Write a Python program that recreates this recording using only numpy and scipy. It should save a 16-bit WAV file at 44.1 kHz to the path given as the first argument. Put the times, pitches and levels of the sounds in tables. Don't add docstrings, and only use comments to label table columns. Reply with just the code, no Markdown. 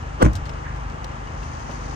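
import sys
import numpy as np
from scipy import signal
from scipy.fft import rfft, irfft, next_fast_len
from scipy.io import wavfile
from scipy.ndimage import map_coordinates

SR = 44100
rng = np.random.default_rng(int(sys.argv[2]) if len(sys.argv) > 2 else 0)


def generate_wav(sig):
    pcm = np.round(np.clip(np.atleast_2d(sig).T, -1, 1) * 32767).astype(np.int16)
    wavfile.write(sys.argv[1], SR, pcm)


N = 85995


def amp(db):
    return 10 ** (np.asarray(db) / 20)


def unit(x):
    return x / np.sqrt(np.mean(x ** 2) + 1e-20)


def clock():
    return np.arange(N) / SR


def along(points, hz):
    f, v = np.transpose(points)
    return np.interp(np.log(hz + 1), np.log(f + 1), v)


def curve(rows):
    return np.interp(clock(), *np.transpose(rows))


def wobble(rate):
    return map_coordinates(rng.standard_normal(int(N * rate / SR) + 4), [clock() * rate])


def filtered(x, response):
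    size = next_fast_len(N + SR // 2)
    return irfft(rfft(x, size) * response(np.fft.rfftfreq(size, 1 / SR)), size)[..., :N]


def from_right(x, lag):
    lag_s = lambda hz: along(lag, hz) if np.ndim(lag) else lag
    return filtered(x, lambda hz: np.exp(1j * np.pi * hz * lag_s(hz) * np.array([[-1], [1]])))


def leftward(db):
    return amp(db * np.array([[.5], [-.5]]))


def noise(spectrum, correlation, tilt_db=0):
    def response(hz):
        alike = along(correlation, hz) if np.ndim(correlation) else correlation + 0 * hz
        angle = np.arccos(np.clip(alike, -1, 1)) / 2
        return amp(along(spectrum, hz) + tilt_db * np.log2(hz + 1)) * [np.cos(angle), np.sin(angle)]
    mid, side = filtered(rng.standard_normal((2, N)), response)
    return unit(np.array([mid + side, mid - side]))


def burst(onset, rise_s, t60):
    t = np.maximum(clock() - onset, 0)
    return (1 - np.exp(-t / rise_s)) * np.exp(-np.log(1000) * t / t60)


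def ring(onset, modes, rise_s):
    phase_per_hz = 2 * np.pi * (clock() - onset)
    return sum(amp(db) * burst(onset, rise_s, t60) * np.sin(hz * phase_per_hz) for hz, db, t60 in modes)


def engine():
    # multiple of the firing rate, level/dB
    harmonics = [(1, -72), (2, -1), (3, -2.5), (4, -9), (5, -6.5), (6, -6), (7, -26.5), (8, -37), (9, -17),
                 (10, -28.5), (11, -18.5), (12, -23.5), (13, -25.5)]
    # t/s, level/dB
    idle_level = [(0, -34.5), (0.5, -32.5), (0.85, -34), (1.28, -36.5), (1.45, -33.5), (1.55, -32.5),
                  (1.66, -37.5), (1.95, -32.5)]
    # f/Hz, level/dB
    rumble_spectrum = [(20, -19), (32, -22), (45, 6), (58, 3.5), (90, -2), (150, -14.5), (300, -20),
                       (600, -64)]
    # f/Hz, level/dB
    whirr_spectrum = [(150, -22), (280, -6), (500, -2), (1250, 2), (1800, -6.5), (2350, -11.5), (2900, -11),
                      (3500, -21), (4700, -23.5), (9000, -30), (11000, -77)]
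    firing_hz, in_phase_s = 25.1, 0.826
    phase = 2 * np.pi * firing_hz * (clock() - in_phase_s)
    throb = sum(amp(db + wobble(7)) * np.cos(k * phase + .25 * wobble(6)) for k, db in harmonics)
    idle = amp(curve(idle_level) + wobble(12.52)) * unit(throb)
    rumble = amp(-36.5 + 0.65 * wobble(7.7)) * noise(rumble_spectrum, 0.97)
    whirr = amp(-40) * noise(whirr_spectrum, 0.93)
    return from_right(idle + rumble + whirr, lag=.00027)


def traffic():
    # f/Hz, level/dB
    spectrum = [(110, -25), (180, -10), (217, -2.5), (377, -10), (498, -7), (695, -14.5), (777, -1),
                (1330, -9.5), (1540, -16), (1660, -12), (3740, -30), (5840, -51), (11400, -50.5),
                (13700, -58), (15000, -49)]
    # t/s, relative level/dB
    drift = [(0.42, -42), (0.432, -40), (0.84, -41), (1.914, -39), (1.95, -38.5)]
    # f/Hz, correlation
    correlation = [(100, 0.15), (240, 0.42), (400, -0.16), (650, -0.78), (1050, -0.69), (1550, 0.43),
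                   (2100, 0.51), (3000, -0.15), (8000, -0.91)]
    return amp(2 + curve(drift) + 0.21 * wobble(8.8)) * noise(spectrum, correlation)


def hiss():
    # f/Hz, level/dB
    spectrum = [(2500, -13), (4000, 2.5), (5150, 9), (5700, 7), (6200, 12), (6900, 6.5), (7500, -6.5),
                (9000, -3), (11000, -56), (15000, -19)]
    # t/s, level/dB
    growth = [(0, -61), (1.0, -62), (1.3, -59.5), (1.47, -54.5), (1.72, -54), (1.95, -54)]
    envelope = amp(curve(growth) + wobble(49.9))
    crackle = unit(noise(spectrum, 0.03) * amp(2 * wobble(600)))
    return envelope * crackle * leftward(db=13)


def seal():
    # f/Hz, level/dB
    spectrum = [(88, -37), (150, -10), (443, 6), (950, -4), (1170, 4.5), (1450, -2.5), (2350, -26),
                (3250, -12.5), (3710, -25), (6070, -28.5), (14000, -58)]
    peak_s, rise_60db_s, t60 = 0.2225, 0.063, 0.068
    t = clock() - peak_s
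    envelope = np.exp(-np.log(1000) * np.maximum(-t / rise_60db_s, t / t60))
    return amp(-11.5) * envelope * noise(spectrum, 0.72)


def door_body():
    # t/s, thud f/Hz, thud level/dB, thud T60/s, panel level/dB
    blows = [(0.2089, 368, -23, .129, -25), (0.2189, 506, -13, .087, -46), (0.2265, 444, 2, .012, -22),
             (0.2288, 176, -1.5, .03, -25), (0.2481, 327, -20, .08, -21), (0.258, 152, -6, .052, -23),
             (0.2639, 283, -13, .041, -36), (0.2712, 60, -17, .14, -46)]
    # f/Hz, level/dB, T60/s
    panel = [(137, -4, .2), (178, -8, .2), (204, -3, .22), (259, -4, .26), (312, 2, .14), (351, 0, .17),
             (455, -4, .14), (513, -10, .16), (602, -7, .12), (650, -6, .15), (695, -13, .17),
             (948, -7, .17), (1055, -7, .18), (1272, -6, .15)]
    return sum(ring(onset, [(hz, db, t60)], rise_s=.0004) + amp(panel_db) * ring(onset, panel, rise_s=.002)
               for onset, hz, db, t60, panel_db in blows)


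def latch():
    # t/s, ring level/dB, crack level/dB
    contacts = [(0.2216, -31, -34), (0.224, -8, -20)]
    # f/Hz, level/dB, T60/s
    steel = [(1230, -3, 0.02), (1510, 5.5, 0.022), (1996, 0.5, 0.012), (2180, -36, .02), (2940, -21, 0.029),
             (4230, -25, .04), (5820, -17.5, 0.036), (7040, -21, 0.047), (8150, -19.5, 0.039)]
    # f/Hz, level/dB
    spectrum = [(1000, -25), (2200, -9), (4000, -15), (8500, 9.5), (10000, -9), (15000, -7)]
    return sum(amp(ring_db) * ring(onset, steel, rise_s=0.0016)
               + amp(crack_db) * burst(onset, rise_s=0.001, t60=0.014) * noise(spectrum, 0.26)
               for onset, ring_db, crack_db in contacts)


def cabin_boom():
    # f/Hz, level/dB, T60/s
    modes = [(55.6, -4, .31), (107.5, -9, .28)]
    return -ring(onset=0.2242, modes=modes, rise_s=.011)


def trim():
    # t/s, level/dB, T60/s, tilt/(dB per octave)
    rattles = [(0.230, -26, .07, 1.5), (0.2458, -22, .05, 4), (0.2495, -20.5, .105, 1.5),
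               (0.2622, -15.5, .033, 0.5)]
    # f/Hz, level/dB
    spectrum = [(350, -21), (600, 3), (820, -24), (1050, 0.5), (1200, -22), (1420, -10), (1560, -11.5),
                (2250, -18), (4770, -38.5), (6170, -29.5), (11800, -54), (15000, -57)]
    sound = 0
    for onset, db, t60, tilt_db in rattles:
        chatter = unit(noise(spectrum, 0.077, tilt_db) * amp(3.5 * wobble(900)))
        sound += amp(db) * burst(onset, rise_s=0.00034, t60=t60) * chatter
    return sound


def echo(x):
    # f/Hz, T60/s
    decay_times = [(100, .22), (1000, .12), (8000, .08)]
    hz, t, spectra = signal.stft(rng.standard_normal((2, SR // 2)), SR, nperseg=256)
    decay = np.exp(-np.log(1000) * t / along(decay_times, hz)[:, None])
    tail = signal.istft(spectra * decay, SR)[1]
    return signal.fftconvolve(x, tail / np.linalg.norm(tail[0]), axes=1)[:, :N]


def grit():
    # t/s, level/dB, T60/s, left over right/dB, tilt/(dB per octave), ping f/Hz, ping level/dB
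    ticks = [(.3315, -37, .033, 5, 4, 6100, -12), (.353, -29.5, .025, 6, 3, 5200, -10),
             (.360, -36, .025, 6, 2, 5700, -12), (.3648, -41, .07, 7, 1, 5400, -10),
             (.454, -42, .11, 9, -3, 4300, -8), (.4925, -36.5, .04, 8, -3, 5200, -6),
             (.761, -47, .04, 8, 0, 6100, -8), (.899, -38, .016, 1, -2, 4000, -8),
             (1.043, -33.5, .024, 7, 1.5, 5780, -4), (1.0445, -42, .025, 7, 0, 4030, 3),
             (1.114, -43, .05, 6, -4, 2850, 0), (1.273, -45, .05, 6, -4, 2900, 0),
             (1.429, -40, .06, 6, -4, 2700, 0), (1.595, -44, .05, 9, -2, 6300, -3),
             (1.712, -42, .06, 10, -2, 5900, -4), (1.909, -41, .05, 6, -4, 3040, -4)]
    # f/Hz, level/dB
    spectrum = [(1200, -11.5), (2800, 3.5), (4300, 2), (5200, 2), (6300, -1.5), (8800, -6), (10500, -32),
                (12000, -12), (15000, -32)]
    rise_s = .0007
    sound = 0
    for onset, db, t60, pan_db, tilt_db, ping_hz, ping_db in ticks:
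        grains = unit(noise(spectrum, 0.22, tilt_db) * amp(0.97 * wobble(700)))
        crunch = burst(onset, rise_s, t60) * grains
        ping = ring(onset, [(ping_hz, ping_db, t60)], rise_s) * amp(1.1 * wobble(570))
        sound += amp(db) * leftward(pan_db) * (crunch + ping)
    return sound


def soft_thumps():
    # t/s, f/Hz, level/dB, T60/s, scuff level/dB
    thumps = [(0.354, 85.1, -13, 0.14, -42), (0.425, 57.6, -18.5, 0.12, -62),
              (0.4911, 67.6, -17, 0.033, -35), (1.038, 95, -44, 0.057, -34.5),
              (1.692, 243, -24.5, 0.057, -30)]
    # f/Hz, level/dB
    spectrum = [(120, 0), (300, 1.5), (900, -3), (2000, -13), (5000, -48), (12000, -58)]
    return sum(ring(onset, [(hz, db, t60)], rise_s=0.0033)
               + amp(scuff_db) * burst(onset, rise_s=0.0019, t60=0.14) * noise(spectrum, 0.49)
               for onset, hz, db, t60, scuff_db in thumps)


def scrape():
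    # t/s, level/dB, T60/s, centre f/Hz
    rubs = [(0.635, -35, .45, 1730)]
    sound = 0
    for onset, db, t60, hz in rubs:
        band = [(hz / 4, -62), (hz, 0), (hz * 4, -62)]
        friction = unit(noise(band, 0.36) * amp(2 * wobble(93)))
        sound += amp(db) * burst(onset, rise_s=0.027, t60=t60) * friction
    return sound


def scene():
    # f/Hz, t/s
    door_lag = [(60, .00055), (400, .0007), (700, .00052), (1200, .00039), (2000, .00046)]
    door = from_right(door_body() + cabin_boom() + latch() + seal() + trim(), door_lag)
    reflections = amp(-21) * echo(door)
    nearby = grit() + soft_thumps() + scrape()
    background = (engine() + traffic() + hiss()) * leftward(db=1.9)
    return door + reflections + nearby + background


def record(dry):
    cutoff_hz = 15850
    return filtered(dry, lambda hz: hz < cutoff_hz)


dry = scene()
out = record(dry)
generate_wav(out)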